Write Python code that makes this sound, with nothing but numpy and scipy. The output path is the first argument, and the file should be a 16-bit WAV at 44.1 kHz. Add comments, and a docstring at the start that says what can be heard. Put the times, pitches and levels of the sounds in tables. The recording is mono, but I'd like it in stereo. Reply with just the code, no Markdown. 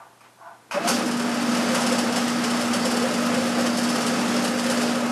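"""A hand scuffs the sheet-steel cover of a belt-driven drill in a cluttered workshop; the switch and starter clack.
Then the windings hum at even mains multiples, and noise through resonances makes the cast frame rumble.
The belt whirrs as shaped noise; the loose spindle rattles each half turn as bursts that ring steel parts.
Soft gliding grunts, brief rising tones, a quiet shop and the echoes of its walls complete the scene."""
import sys
import numpy as np
from scipy import signal
from scipy.fft import rfft, irfft, next_fast_len
from scipy.io import wavfile
from scipy.ndimage import uniform_filter1d

SR = 44100
rng = np.random.default_rng(int(sys.argv[2]) if len(sys.argv) > 2 else 0)


def dump(signal):
    """Clip the signal to [-1, 1] and save it as 16-bit WAV at the path in sys.argv[1]."""
    limited = np.clip(np.atleast_2d(signal).T, -1, 1)
    pcm = np.round(limited * 32767).astype(np.int16)
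    wavfile.write(sys.argv[1], SR, pcm)


N = 225703
T = np.arange(N) / SR  # time in s
MAINS_HZ, TURN_HZ = 59.98, 17.2  # supply frequency, spindle turns per second

# Resonances of the sheet cover. Each row: frequency in Hz, width in Hz, level in dB.
COVER = [(676, 32, 3), (845, 110, 0), (1020, 64, 1.5), (1183, 16, 4), (1333, 40, -6), (1470, 100, -4.5)]
# Steel parts that ring when struck. Each row: frequency in Hz, width in Hz, level in dB.
STEEL = [(2860, 310, -2), (4606, 166, 6.5), (5270, 300, 2.5), (6370, 590, 1.5), (7630, 900, -4),
         (9160, 510, 0), (10160, 490, -5), (11070, 1170, -6)]
# A fingertip tick, then switch and starter. Each row: start in seconds, level in dB,
# treble against that level in dB, decay by 60 dB in seconds.
CLACKS = [(0.207, -37.5, -11, 0.12), (0.7103, -17.5, -14.5, 0.3), (0.742, -23, -21, 0.16),
          (.874, -17, 3, 0.17), (0.885, -20, 4.5, 0.28)]


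def undb(db):
    """Decibels are logarithmic: 20 dB is a tenfold amplitude gain."""
    return 10 ** (np.asarray(db) / 20)


def level(x, db):
    """Root-mean-square amplitude measures strength: scale x to db."""
    return x * undb(db) / np.sqrt(np.mean(x ** 2))


def colour(x, table, share=1):
    """Spectral shaping: weight the spectrum by (Hz, dB) points joined on a log-frequency axis."""
    hz, db = np.transpose(table)
    size = next_fast_len(N + SR // 4)
    log_f = np.log(np.arange(size // 2 + 1) * SR / size + 1)
    gain = undb(share * np.interp(log_f, np.log(hz), db))
    return irfft(rfft(x, size) * gain, size)[:N]


def ring(x, modes):
    """Modal superposition: resonances (Hz, width Hz, dB) in parallel, with alternating sign."""
    total = 0
    for k, (hz, width, db) in enumerate(modes):
        b, a = signal.iirpeak(hz, hz / width, SR)
        total = total + (-1) ** k * undb(db) * signal.lfilter(b, a, x)
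    return total


def walk(rate):
    """Slow random fluctuation: levels held 1 / rate s and averaged twice; spread near 1."""
    k = int(SR / rate)
    held = np.repeat(rng.standard_normal(N // k + 1), k)
    return 1.447 * uniform_filter1d(uniform_filter1d(held, k), k)[:N]


def grit(spread_db):
    """Impulsive contact noise: dense clicks of uneven size."""
    size_db = spread_db * rng.exponential(1, N)
    return level(rng.standard_normal(N) * undb(size_db), 0)


def bursts(times, db, rise_s, t60_s):
    """Transient envelope: blows build over rise_s, then decay exponentially by 60 dB in t60_s."""
    out = np.zeros(N)
    for s, gain, t60 in zip(*np.broadcast_arrays(times, undb(db), t60_s)):
        i = int(s * SR)
        u = T[:min(N - i, int(1.5 * t60 * SR))]
        decay = np.exp(-np.log(1000) * u / t60)
        out[i:i + len(u)] += gain * (1 - np.exp(-u / rise_s)) * decay
    return out


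def curves(table, before_db=-90):
    """Linear interpolation in dB: columns against time, fading in just ahead of the first row."""
    s, *columns = np.transpose(table)
    times = np.r_[s[0] - .006, s]
    return [np.interp(T, times, np.r_[before_db, column]) for column in columns]


def shop():
    """Stationary background: shaped noise for air and hiss, a lamp ballast at twice the mains."""
    # Spectrum of the quiet shop. Each row: frequency in Hz, density in dB per Hz.
    shop_spectrum = [(30, 0), (60, -8), (120, -10), (220, -2), (480, -4), (900, -5), (1400, -7),
                     (2700, -14.5), (10800, -19.5), (12500, -19)]
    air = level(colour(rng.standard_normal(N), shop_spectrum), -54.5)
    ballast = level(np.sin(4 * np.pi * MAINS_HZ * T), -67.5)
    return air + ballast


def walls(x):
    """Diffuse reverberation: convolve with exponentially decaying noise."""
    t60_s, first_echo_s = 0.3, .004
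    u = T[:int(t60_s * SR)]
    decay = np.exp(-np.log(1000) * u / t60_s)
    tail = rng.standard_normal(len(u)) * decay * (u > first_echo_s)
    return signal.fftconvolve(x, tail / np.sqrt(np.sum(tail ** 2)))[:N]


def swept():
    """Frequency sweep under a bell-shaped envelope: brief rough tones that climb slightly."""
    # Brief rough tones, four early and one while running. Each row: centre in seconds,
    # frequency there in Hz, level in dB, spread in seconds.
    brief_tones = [(.772, 580, -21.5, 0.013), (.85, 689, -23.5, 0.026), (.895, 530, -22.5, 0.0065),
                   (0.418, 1090, -42, 0.0075), (3.055, 720, -27.5, 0.011)]
    rough = undb(3 * walk(110))
    tones = np.zeros(N)
    for at, hz, db, spread in brief_tones:
        u = T - at
        swell = np.exp(-(u / spread) ** 2 / 2)
        tones += undb(db) * swell * np.sin(2 * np.pi * hz * u * (1 + 0.39 * u))
    return rough * tones


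def scuff():
    """Stick-slip friction: grains under the palm ring the cover; strokes swell, hold and fade."""
    # Strokes of the hand. Each row: full at in seconds, hold in seconds, level in dB,
    # rise in dB per second, fall in dB per second, treble against that level in dB.
    hand_strokes = [(0, 0.024, -43, 400, 179, -28), (.245, 0.036, -54, 300, 502, -6),
                    (0.439, 0.061, -42.5, 300, 190, -28), (.6, .06, -64, 150, 202, -20)]
    at, hold, db, rise, fall, treble_db = np.transpose(hand_strokes)[:, :, None]
    drop_db = np.maximum(np.maximum(rise * (at - T), fall * (T - at - hold)), 0)
    strokes = undb(db - drop_db) * (T < CLACKS[1][0])  # silent once the switch clacks
    grains = grit(2.8) * undb(0.96 * walk(118.0))
    body = level(ring(ring(grains, COVER), [(1010, 2900, 0)]), 0)
    treble = level(ring(grains, [(2400, 1200, 0)]), -0.41)
    return strokes.sum(axis=0) * body + (strokes * undb(treble_db)).sum(axis=0) * treble


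def start():
    """Impact excitation: a tick, then switch and starter clacks, ring box, cover and steel."""
    # Resonances of the switch box. Each row: frequency in Hz, width in Hz, level in dB.
    switch_box = [(1140, 220, 1.5), (1380, 190, 3.5), (1930, 270, -5), (2510, 240, -0.5), (3080, 200, -10),
                  (5130, 210, -7)]
    s, db, treble_db, t60 = np.transpose(CLACKS)
    force = grit(1.7)
    plates = level(ring(force, COVER), -13.5) + level(ring(force, switch_box), -13.0)
    body = plates * bursts(s, db, 0.0013, t60)
    snap = ring(force * bursts(s, db + 3.0, .0003, 0.011), switch_box)  # the first hard contact
    treble = level(ring(grit(0.9), STEEL), -7.0) * bursts(s, db + treble_db, 0.0016, 0.67 * t60)
    return body + snap + treble


def grunts():
    """Pulsed forcing: a passing belt lump pushes the frame; the tone glides up as the belt tightens."""
    # Lumps passing the pulley. 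Each row: start in seconds, relative level in dB, nominal tone in Hz.
    lumps = [(1.489, -26, 513), (1.757, -22, 594), (1.91, -19, 516), (2.136, -25, 538), (2.74, -18, 580),
             (2.854, -14.5, 524), (3.014, -17, 475), (3.03, -14.5, 527), (3.945, -19, 506),
             (4.117, -20, 528), (4.365, -22, 571), (4.696, -19, 538), (4.771, -20, 506)]
    out = np.zeros(N)
    u = T[:int(.08 * SR)]
    swell = (u / 0.012) * np.exp(1 - u / 0.0069)
    phases = 2 * np.pi * rng.random(len(lumps))
    for (s, db, hz), phase in zip(lumps, phases):
        push = swell * np.sin(2 * np.pi * hz * u * (.94 + 1.68 * u) + phase)
        i = int(s * SR)
        out[i:i + len(u)] += undb(db - 2.0) * push[:N - i]
    return out


def orders():
    """Rotational orders: bumps repeat each turn; slip makes pitch and strength waver."""
    # Tones locked to the turn. Each row: multiple of the spindle turn, level against rumble in dB.
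    order_levels = [(6, -27.5), (9, -20), (11, -19), (13, -20), (17, -13.5), (18, -20), (25, -20.5),
                    (30, -18.5), (34, -21), (40, -18.5)]
    turn = 2 * np.pi * TURN_HZ * np.cumsum(1 + .005 * walk(4)) / SR
    total = np.zeros(N)
    for k, db in order_levels:
        total += np.sqrt(2) * undb(db + 3.4 * walk(6)) * np.sin(round(k) * turn + k * k)
    return total


def knock_envelope():
    """Periodic impact: a slack spindle knocks each half turn, alternately stronger on average."""
    # Rattles placed one by one, some loud, some faint. Each row: time in seconds, level in dB.
    rattles = [(1.0631, -30), (1.1135, -29.5), (1.1983, -30), (1.5475, -26), (1.7475, -21), (1.8059, -24),
               (1.8643, -22), (1.9206, -23.5), (1.9835, -20), (2.1607, -18.5), (2.2788, -30),
               (2.438, -22.5), (2.5003, -26.5), (2.6145, -25), (2.7325, -21), (2.85, -21), (2.9069, -26),
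               (2.9657, -26.5), (3.1409, -29), (3.3399, -33), (3.4556, -28), (3.5958, -27), (3.6582, -26),
               (3.772, -20), (3.833, -24), (3.8906, -23), (3.947, -27), (4.0069, -24), (4.065, -18.5),
               (4.441, -21.5), (4.5886, -27), (4.6404, -28), (4.7, -18.5), (4.8145, -22.5)]
    s, db = np.transpose(rattles)
    turn_at_s = 1.7475  # a knock that sets the beat
    beats = turn_at_s + np.arange(-26, 116) / (2 * TURN_HZ)
    chance = rng.standard_normal((len(beats), 2))
    beat_db = -30 + 1.3 * (-1) ** np.arange(len(beats)) + 2.5 * chance[:, 1]
    placed = bursts(s - .003, db, 0.004, 0.12)
    return placed + bursts(beats + 0.0034 * chance[:, 0], beat_db, 0.0018, .1)


def spindle(whirr_db, knocks):
    """Broadband noise and struck modes: belt and fan whirr, a fine rattle, and knocks on steel."""
    # Spectrum of the whirr. Each row: frequency in Hz, density in dB per Hz.
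    whirr_spectrum = [(1180, -3), (2000, -2.5), (2890, 3), (3950, 1), (5360, 2), (6060, 1), (9360, -6),
                      (11800, -11.5), (12100, -6), (12400, -47), (16100, -77), (22000, -120)]
    force = grit(0.95)
    steel = level(ring(force, STEEL), -5.5) + level(colour(force, whirr_spectrum), -10.5)
    whirr = level(colour(rng.standard_normal(N), whirr_spectrum), -.5)
    whirr = whirr * undb(whirr_db + .6 * walk(25))
    # a fine rattle that follows the whirr between the knocks too
    chatter = level(ring(grit(1.1), STEEL[1:3]), -10) * undb(whirr_db + 2.8 * walk(20))
    return whirr + chatter + knocks * steel


def rumble(db, bass_db, groan_db, throb):
    """Forced vibration: bearing and belt forces raise a broad roar and modes that swell one by one."""
    # Spectrum of the roar. Each row: frequency in Hz, density in dB per Hz.
    roar_spectrum = [(30, -46), (62, -56), (90, -34), (130, -32), (200, -11.5), (340, -14), (520, -11.5),
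                     (1000, -12), (1300, -10.5), (2100, -17), (4000, -29), (6000, -41)]
    # Resonances of frame and cover. Each row: frequency in Hz, width in Hz, level in dB.
    frame_modes = [(187.7, 17, -0.5), (224.4, 26.4, 3.5), (263, 12, -1.5), (317, 18, -2.5), (430, 20, -1),
                   (459.4, 17.5, -2), (499, 9.2, -3), (530.4, 23, -1.5), (595.5, 34.6, 2), (680, 9.3, 0),
                   (777, 63, -2), (1014, 66, -18.5), (1184, 37, -15.5), (1276, 50, -2.5), (1664, 190, -13),
                   (2582, 77, -10.5)]
    # Lower and upper edge of the groan in Hz.
    groan_from, groan_to = (480, 560)
    bass_top_hz = 330
    broad = level(colour(grit(0.89) * undb(0.73 * walk(60)), roar_spectrum), -2.05)
    low_pass = signal.butter(2, bass_top_hz, fs=SR, output="sos")
    broad_low = signal.sosfiltfilt(low_pass, broad)
    low, groan, high = np.zeros((3, N))
    for mode in frame_modes:
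        hz, width, _ = mode
        narrow = ring(rng.standard_normal(N), [mode])
        tone = undb(1.6 * walk(9)) * ring(narrow, [(hz, 6.0 * width, 0)])
        if hz < bass_top_hz:
            low += tone
        elif groan_from < hz < groan_to:
            groan += tone
        else:
            high += tone
    shake = broad - broad_low + level(high, -6) + undb(groan_db) * level(groan, -1.6)
    # the heavy casting takes a moment to start moving, so the bass has its own course
    bass = undb(bass_db) * (level(low, 0.69) + undb(12.0) * broad_low)
    orders_fade = np.clip((T - .85) / 0.18, 0, 1)
    return undb(db) * (shake * (1 + 3.3 * throb) + bass + orders_fade * orders())


def hum(db):
    """Magnetic pull at even mains multiples; standing waves make it differ from left to right."""
    # Hum partials. Each row: multiple of the mains, relative level in dB,
    # left minus right in dB, lead of the right in radians.
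    partials = [(2, -22, 0, 0.18), (4, 1, -2, 0.6), (6, -24.5, 15, 0.25), (12, -21.5, -4, 0.39)]
    side = np.array([[1], [-1]]) / 2
    total = np.zeros((2, N))
    for k, partial_db, pan, lead in partials:
        phase = 2 * np.pi * k * MAINS_HZ * T - lead * side + k
        total += undb(partial_db + pan * side) * np.sin(phase)
    return undb(db) * np.sqrt(2) * total


def motor():
    """Load-dependent excitation: dB of hum, rumble, bass, groan and whirr run up, then follow the load."""
    # Run-up. Each row: time in seconds, then hum, frame rumble and whirr in dB.
    run_up = [(.712, -64, -54, -45), (.738, -57, -33, -39.5), (.755, -52, -28.5, -41),
              (.8, -56, -29, -46.5), (.86, -31, -28, -35.5), (.9, -33, -25.5, -35.5),
              (.95, -23, -28.5, -29.5), (1.02, -39, -27.5, -38), (1.07, -27.5, -30.5, -39.5)]
    # Load on the drive. Each row: time in seconds, load against the usual in dB,
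    # groan against rumble in dB.
    load = [(1.15, -3, -13), (1.4, -1, -16), (1.48, 0, -2), (1.7, 2, -4), (2.15, 0.4, -7.5),
            (2.3, -.5, -12), (2.7, 0, -8), (3.05, 0, -8.5), (3.6, 0, -5.5), (3.72, -1, -12),
            (4.28, 1.1, -15.5), (4.62, -0.9, -6.5), (4.81, 1.3, -11), (5.0, -1.6, -3), (5.12, -1.5, -16)]
    # Hum, frame rumble and whirr at the usual load, in dB.
    running_db = (-27, -28, -35.5)
    # Response of hum, rumble and whirr, in dB per dB of load.
    load_shares = (0.14, 0.83, 1.55)
    # Extra bass at the start in dB, and the time constant of its decay in seconds.
    surge_db, settle_s = (1.3, .4)
    steady = [(s, *(np.array(running_db) + load_db * np.array(load_shares))) for s, load_db, _ in load]
    hum_db, rumble_db, whirr_db = curves(run_up + steady)
    hum_db = hum_db + .6 * walk(13) * (T > load[0][0])  # wavers once run up

    load_s, load_db, groan_points = np.transpose(load)
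    since = T - .748  # s from the full onset of the bass
    surge = surge_db * np.exp(-np.maximum(since, 0) / settle_s)
    onset = 2500 * np.minimum(since, 0)  # steep rise, dB per s
    bass_db = -7.5 + surge + onset  # against the rumble
    # the bass follows the load less than the rest of the rumble
    bass_db = bass_db - .7 * np.interp(T, load_s, load_db) + 1.6 * walk(12)
    groan_db = np.interp(T, load_s, groan_points) + 1.8 * walk(12)
    return hum_db, rumble_db, bass_db, groan_db, whirr_db


def scene():
    """Superposition: all sources and their echoes, with a small difference between left and right."""
    # Echoes of opposite sign left and right. Each row: frequency in Hz, level in dB.
    apart = [(60, -33), (150, -11.5), (350, -12.5), (1000, -10.5), (3000, -10.5), (4050, -9), (4250, -66)]
    # Balance of the direct sound. Each row: frequency in Hz, left minus right in dB.
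    balance = [(110, -2.5), (200, -1.5), (600, -1), (2500, -.5)]
    balance = balance + [(4100, 0)]  # none in the treble
    room_db = -7.5
    hum_db, rumble_db, bass_db, groan_db, whirr_db = motor()
    knocks = knock_envelope()
    blows = spindle(whirr_db, knocks) + start() + scuff() + grunts()
    steady = rumble(rumble_db, bass_db, groan_db, knocks) + swept() + shop()
    mid = blows + undb(room_db) * walls(blows) + steady
    side = colour(walls(blows + steady), apart)
    left = colour(mid, balance, 1 / 2) + side
    right = colour(mid, balance, -1 / 2) - side
    return np.array([left, right]) + hum(hum_db)


def record(dry):
    """Band limiting: filters cut the deepest bass and the top of the spectrum."""
    bass_cut = signal.butter(3, 90, "high", fs=SR, output="sos")
    top_cut = signal.ellip(10, .2, 80, 12350, fs=SR, output="sos")
    return signal.sosfilt(top_cut, signal.sosfilt(bass_cut, dry))


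dry = scene()
out = record(dry)
dump(out)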